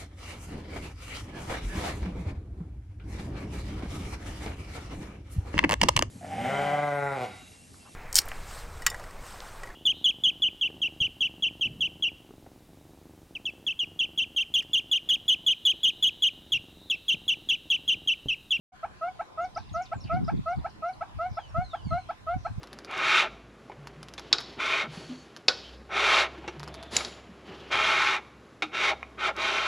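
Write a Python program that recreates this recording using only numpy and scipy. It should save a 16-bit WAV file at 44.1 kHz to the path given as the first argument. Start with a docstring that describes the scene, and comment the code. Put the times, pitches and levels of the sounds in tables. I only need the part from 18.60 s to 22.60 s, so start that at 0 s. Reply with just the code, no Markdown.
"""A hornbill clucks in pairs: a short upward "kok", then a longer, slowly rising "wok".
Each call is a harmonic tone sweeping through fixed throat and bill resonances; trunks and
branches throw it back. Small birds twitter, trill and whistle farther off. Gusts buffet
the microphone over the faint hiss of open savanna and a faint steady tone."""
import sys
import numpy as np
from scipy import signal
from scipy.fft import rfft, irfft
from scipy.io import wavfile
from scipy.ndimage import uniform_filter1d

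SR = 44100
rng = np.random.default_rng(int(sys.argv[2]) if len(sys.argv) > 2 else 0)


def dump(signal):
    """Clip the signal to [-1, 1] and save it as 16-bit WAV at the path in sys.argv[1]."""
    limited = np.clip(np.atleast_2d(signal).T, -1, 1)
    pcm = np.round(limited * 32767).astype(np.int16)
    wavfile.write(sys.argv[1], SR, pcm)


N = 176400

RASP_DB, KOK_BREAK_S = -36, 0.024  # hornbill: base rasp; time at which the short call breaks up
FLICKER_DB, FLICKER_HZ = 3.5, 219  # small birds


def amp(db):
    """Decibels to gain."""
    return 10 ** (np.asarray(db) / 20)


def unit(x):
    """Scale to rms 1."""
    return x / np.sqrt(np.mean(x ** 2) + 1e-20)


def read(points, hz):
    """Interpolate a table on a log-frequency axis."""
    f, value = np.transpose(points)
    return np.interp(np.log(hz + 1), np.log(f + 1), value)


def add(mix, start_s, sound):
    """Mix a sound in, in place."""
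    part = mix[max(round(start_s * SR), 0):][:len(sound)]
    part += sound[:len(part)]


def wander(count, hz):
    """Smooth noise, rms about 1, low-passed at hz."""
    size = 16384
    f = np.fft.rfftfreq(size, 1 / SR)
    return unit(irfft(rfft(rng.standard_normal(size)) / (1 + (f / hz) ** 4)))[:count]


def noise_pair(gain, correlation, size):
    """Stereo noise from a frames x bins gain and a left-right correlation per bin."""
    a, b, c, d = rng.standard_normal((4,) + gain.shape)
    left = a + 1j * b
    right = correlation * left + np.sqrt(1 - correlation ** 2) * (c + 1j * d)
    spectra = (gain * np.array([left, right])).transpose(0, 2, 1)
    return signal.istft(spectra, nperseg=size, noverlap=size * 3 // 4)[1][:, :N]


def echoes(x, boost_db=0):
    """Direct sound plus distinct returns off trunk and branches."""
    # reflections (delay [s], gain [dB])
    returns = [(.0075, -21), (.0165, -19), (.035, -26)]
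    out = x.copy()
    for delay_s, db in returns:
        add(out, delay_s + 0.00051 * rng.standard_normal(), amp(boost_db + db) * x)
    return out


def trees(x, wet_db):
    """Direct sound plus diffuse foliage scatter, different on each side."""
    # scatter decay (frequency [Hz], T60 [s])
    t60_s = [(300, 0.26), (800, 0.08), (2000, 0.3), (5000, 0.21), (12000, 0.22)]
    hz, t, noise = signal.stft(rng.standard_normal((2, SR // 2)), SR, nperseg=256)
    envelope = np.minimum(t / 0.011, 1) * amp(-60 * t / read(t60_s, hz)[:, None])
    tail = signal.istft(noise * envelope, SR, nperseg=256)[1]
    tail /= np.linalg.norm(tail[0])
    return x + amp(wet_db) * signal.fftconvolve(x[None], tail, axes=1)[:, :N]


def air(rms_db=-51.7, patch_db=3):
    """Distant wind in the trees and faint hiss, with drifting spectral patches."""
    # air spectrum (frequency [Hz], relative density [dB])
    spectrum = [(20, -14), (50, 0.03), (110, 0.03), (250, -6), (520, -10), (750, -6), (1100, -8),
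                (1800, -16), (4000, -21), (8000, -32), (11500, -37), (14000, -50)]
    # stereo image (frequency [Hz], left-right correlation [-1..1])
    correlation = [(40, 0.87), (120, -0.4), (300, .25), (700, -0.2)]
    hz = np.fft.rfftfreq(2048, 1 / SR)
    drift = uniform_filter1d(rng.standard_normal((N // 512 + 5, len(hz))), size=8, axis=0)
    patches = unit(uniform_filter1d(drift, size=20, axis=1))
    gain = amp(read(spectrum, hz) + patch_db * patches)
    return amp(rms_db) * unit(noise_pair(gain, read(correlation, hz), size=2048))


def whine(hz=1029.6, peak_db=-65):
    """A faint steady tone."""
    return amp(peak_db) * np.sin(2 * np.pi * hz * np.arange(N) / SR)


def throat(x, size=2048):
    """Throat and bill: a minimum-phase filter whose resonances ring briefly."""
    # throat and bill response (frequency [Hz], gain [dB])
    response = [(300, -22.5), (600, -6.5), (700, -1.5), (780, -0.5), (900, -2), (1200, -4), (1315, -.2),
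                (1400, -13), (1520, -17), (1600, -11), (1850, -25), (2100, -27.5), (2280, -16.5),
                (2500, -29), (2780, -34), (3300, -44), (4400, -46), (8600, -63), (10500, -61), (13000, -88)]
    log_gain = np.log(amp(read(response, abs(np.fft.fftfreq(size, 1 / SR)))))
    impulse = np.fft.ifft(np.exp(signal.hilbert(log_gain).conj())).real
    return signal.fftconvolve(x, impulse[:size // 2])


def cluck(shape, level_db, onset_db, end_rasp_db):
    """A rising, raspy harmonic tone through the throat; length varies slightly per call."""
    jitter, shimmer_db, build_s, high_rasp = 0.004, 1.8, 0.03, 0.7
    knots_s, ratio, effort_db = np.transpose(shape)
    knots_s = knots_s * (1 + 0.01 * rng.standard_normal())
    t = np.arange(0, knots_s[-1], 1 / SR)
    hz = 701.2 * uniform_filter1d(np.interp(t, knots_s, ratio), size=150)
    hz *= 1 + jitter * wander(len(t), hz=250)
    phase = 2 * np.pi * np.cumsum(hz) / SR
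    rasp = amp(np.interp(t, [KOK_BREAK_S / 2, KOK_BREAK_S], [RASP_DB, end_rasp_db]))
    build_db = onset_db * np.maximum(1 - t / build_s, 0)  # upper harmonics start at onset_db
    tone = np.zeros(len(t))
    for k in range(1, 17):
        grain = 1 + (rasp * k if k < 5 else high_rasp) * wander(len(t), hz=486)
        upper_db = build_db + shimmer_db * wander(len(t), hz=50)
        tone += amp(upper_db * (k > 2)) * grain * np.sin(k * phase)
    return throat(tone * np.sqrt(2) * amp(level_db + np.interp(t, knots_s, effort_db)))


def snaps(level_db, t60_s=0.037, gap_s=0.0045, step_db=-3.5):
    """The voice breaks into six uneven, fading pulses that ring in throat and bill."""
    # ringing modes (frequency [Hz], level re call [dB])
    modes = [(870, -14), (1130, -19), (1560, -15), (2500, -27)]
    t = np.arange(SR // 10) / SR
    ring = sum(amp(db - 60 * t / t60_s) * np.sin(2 * np.pi * hz * t) for hz, db in modes)
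    out = np.zeros(len(t))
    for k, start_s in enumerate(np.cumsum(gap_s * (.5 + rng.random(size=6)))):
        add(out, start_s, amp(level_db + k * step_db) * ring)
    return out


def hornbill():
    """Long and short calls in turn; the short one breaks up as its pitch shoots up."""
    # long and short calls (start [s], source level [dB])
    woks = [(.04, -30.5), (0.41, -28), (.773, -27.5), (1.1389, -28), (1.494, -26), (1.857, -26.5),
            (2.221, -28), (2.586, -27.5), (2.9429, -27), (3.306, -26.5), (3.6656, -27)]
    koks = [(.229, -29.5), (.592, -29), (.959, -30), (1.3157, -28.5), (1.6778, -28), (2.043, -29.5),
            (2.4074, -29.5), (2.769, -29), (3.1312, -29), (3.489, -29), (3.8482, -28.5)]
    # call contours (time [s], pitch [ratio], effort [dB])
    wok_shape = [(0, 1.0, -18), (.004, .935, -9), (.009, .9, -5), (.022, .947, -1.2), (.04, .99, -.4),
                 (.065, 1.015, -1.5), (.077, 1.078, -2.5), (.091, 1.04, -9.5), (.104, 1.07, -20.5),
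                 (.118, 0.9, -43)]
    kok_shape = [(0, .98, -15), (.003, .95, -5), (.009, .935, -.5), (.013, .965, .5), (.018, 1.07, 1.5),
                 (.022, 1.19, -4), (.027, 1.29, -11), (.036, 1.31, -23)]
    out = np.zeros(N)
    for start_s, db in woks:
        add(out, start_s, echoes(cluck(wok_shape, db, onset_db=-11, end_rasp_db=RASP_DB)))
    for start_s, db in koks:
        call = cluck(kok_shape, db, onset_db=0, end_rasp_db=-10.5)
        add(call, KOK_BREAK_S, snaps(db))
        add(out, start_s, echoes(call))
    return out


def songbird(notes, voices, swell_power, flicker_hz, waver=0.0088):
    """Wavering notes bend through three pitches, swell and fade; branches echo them."""
    out = np.zeros(N)
    for start_s, length_s, first_hz, middle_hz, last_hz, db in notes:
        u = np.linspace(0, 1, int(length_s * SR))
        hz = np.polyval(np.polyfit([0, .5, 1], [first_hz, middle_hz, last_hz], 2), u)
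        hz *= 1 + waver * wander(len(u), flicker_hz)
        phase = 2 * np.pi * np.cumsum(hz) / SR
        swell = abs(np.sin(np.pi * u)) ** swell_power
        for ratio, voice_db in [(1, 0)] + voices:
            gain = amp(db + voice_db + FLICKER_DB * wander(len(u), flicker_hz))
            add(out, start_s, gain * swell * np.sin(ratio * phase))
    return echoes(out, boost_db=5)


def twitter():
    """A small bird's brief, swooping notes."""
    # notes (start [s], length [s], first [Hz], middle [Hz], last [Hz], level [dB])
    notes = [(.816, 0.022, 7900, 6550, 7400, -62), (.837, 0.026, 7440, 5300, 3900, -54),
             (.945, .024, 6020, 4810, 6700, -51.5), (.969, 0.027, 6500, 5160, 4320, -47.5),
             (1.087, 0.019, 5250, 3750, 3240, -53.5), (1.126, 0.061, 7088, 5440, 3300, -53.5),
             (1.219, 0.027, 8240, 5380, 7640, -50.5), (1.248, 0.027, 6523, 4180, 3480, -51),
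             (1.335, .07, 7650, 7300, 6570, -66.5), (1.399, 0.028, 6550, 5290, 6020, -51),
             (1.427, 0.032, 6180, 4690, 3400, -54.5), (1.534, 0.02, 5400, 4500, 3280, -54.5),
             (1.639, 0.021, 5814, 4970, 5800, -54.5), (1.667, 0.03, 5780, 5060, 4180, -53.5),
             (1.767, 0.019, 5130, 3920, 3300, -58.5), (1.895, .04, 6500, 5440, 4120, -62),
             (1.957, 0.014, 6060, 4300, 5540, -58.5), (1.982, 0.022, 4940, 3901, 3280, -57.5),
             (2.096, 0.019, 6130, 5060, 3700, -58.5), (2.28, 0.02, 6330, 5670, 4900, -61),
             (2.328, 0.02, 4878, 4230, 3430, -59), (2.745, 0.036, 4810, 5350, 5300, -55.5)]
    # weaker side voices (pitch [ratio], level re note [dB])
    voices = [(.76, -13.5), (2, -27)]
    return songbird(notes, voices, swell_power=0.84, flicker_hz=FLICKER_HZ)


def trills(strokes_per_s=170, unevenness=0.32, sweep=0.44):
    """Buzzy runs of tiny downward pitch strokes."""
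    # runs (start [s], length [s], first [Hz], last [Hz], level [dB])
    runs = [(0.991, 0.068, 4230, 3640, -56), (1.445, 0.1, 3050, 2050, -48.5),
            (2.691, 0.1, 5400, 4900, -58.5), (3.482, 0.038, 4780, 4400, -60.5),
            (3.76, 0.17, 6018, 5350, -63.5)]
    out = np.zeros(N)
    for start_s, length_s, first_hz, last_hz, db in runs:
        u = np.linspace(0, 1, int(length_s * SR))
        stroke = np.cumsum(strokes_per_s * (1 + unevenness * wander(len(u), hz=60))) / SR % 1
        hz = (first_hz + (last_hz - first_hz) * u) * (1 + sweep * (.5 - stroke))
        gain = amp(db + FLICKER_DB * wander(len(u), FLICKER_HZ))
        envelope = abs(np.sin(np.pi * u)) ** .5 * np.sin(np.pi * stroke) ** 2
        add(out, start_s, gain * envelope * np.sin(2 * np.pi * np.cumsum(hz) / SR))
    return out


def wind(breeze_db=-65.5, wake_db=-9.5, wake_s=0.031, low_cut_hz=42):
    """Eddies push the two microphone ports in opposite directions; hard gusts sound higher."""
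    # gusts (centre [s], length [s], level [dB])
    gusts = [(1.011,0.024,-40.5), (1.126,0.023,-34.5), (1.164,0.021,-36), (1.368,0.028,-33),
             (1.455,0.013,-31), (1.544,0.024,-25), (1.573,0.037,-29), (1.629,0.053,-26.5), (1.68,0.013,-28),
             (1.739,0.034,-24), (1.786,0.036,-27.5), (1.985,0.034,-27), (2.571,0.038,-34),
             (2.717,0.027,-32.5), (2.988,0.015,-22.5), (3.268,0.024,-27.5), (3.329,0.053,-28.5),
             (3.765,0.019,-26), (3.912,0.022,-32.5), (3.982,0.012,-27.5)]
    # mid-strength gust spectrum (frequency [Hz], relative level [dB])
    spectrum = [(20, -9.5), (45, -13), (70, 5.5), (110, 7.5), (170, -3.5), (250, -10), (400, -31),
                (800, -51.5), (2000, -73)]
    # later gusts sound deeper (time [s], shift [octaves])
    shift = [(1.7, 0.35), (2.5, -0.051)]
    # stereo image (frequency [Hz], left-right correlation [-1..1])
    correlation = [(30, 0.7), (70, -0.17), (130, -0.68), (300, -0.86)]
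    mid_gust_db, octaves_per_db = -32.5, 0.05
    t = np.arange(N + 2048) / SR
    power = amp(breeze_db) ** 2
    for centre_s, length_s, db in gusts:
        core = .5 ** np.minimum(2 * (2 * (t - centre_s) / length_s) ** 2, 20)
        wake = amp(wake_db) ** 2 * np.exp(-abs(t - centre_s) / wake_s)  # turbulence around the gust
        power = power + amp(db) ** 2 * (core + wake)
    level_db = 10 * np.log10(power)
    octaves = np.interp(t, *np.transpose(shift))
    octaves += octaves_per_db * np.maximum(level_db - mid_gust_db, -10)
    hz = np.fft.rfftfreq(1024, 1 / SR)
    gain = amp(read(spectrum, hz / 2 ** octaves[::256, None]))
    gain /= np.linalg.norm(gain, axis=1, keepdims=True)
    eddies = noise_pair(gain, read(correlation, hz), size=1024)
    local_rms = np.sqrt(uniform_filter1d(uniform_filter1d((eddies ** 2).mean(0), size=1100), size=700))
    low_cut = signal.butter(2, low_cut_hz, "high", fs=SR, output="sos")
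    return signal.sosfilt(low_cut, eddies / local_rms * amp(level_db[:N]))


def whistles():
    """Falling whistles of distant birds."""
    # notes (start [s], length [s], first [Hz], middle [Hz], last [Hz], level [dB])
    notes = [(2.765, 0.135, 3650, 3120, 2760, -54.5), (2.875, 0.042, 5650, 5550, 5470, -63),
             (3.015, 0.1, 4420, 4130, 3850, -55.5), (3.065, 0.18, 4160, 3300, 2750, -54),
             (3.215, 0.17, 5040, 4250, 3950, -55.5), (3.25, .11, 2450, 2090, 2020, -57),
             (3.36, 0.1, 4500, 4150, 4000, -57.5), (3.83, 0.074, 4350, 4150, 4100, -60.5)]
    # weaker side voices (pitch [ratio], level re note [dB])
    voices = [(1.539, -18), (2, -22)]
    return songbird(notes, voices, swell_power=1.3, flicker_hz=110)


def scene():
    """Hornbill in front, small birds deeper in the trees, wind, air and a faint tone."""
    chatter, whistling = twitter() + trills(), whistles()
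    birds = trees(hornbill(), wet_db=-18) + trees(chatter, wet_db=-8.5) + trees(whistling, wet_db=-8)
    return birds + wind() + air() + whine()


def record(dry, fade_start_s=0.12, fade_end_s=0.16, cutoff_hz=13800):
    """Quick fade-in from silence, then a steep low-pass."""
    faded = dry * np.interp(np.arange(N) / SR, [fade_start_s, fade_end_s], [0, 1])
    return signal.sosfilt(signal.ellip(8, .2, 70, cutoff_hz, fs=SR, output="sos"), faded)


dry = scene()
out = record(dry)
dump(out)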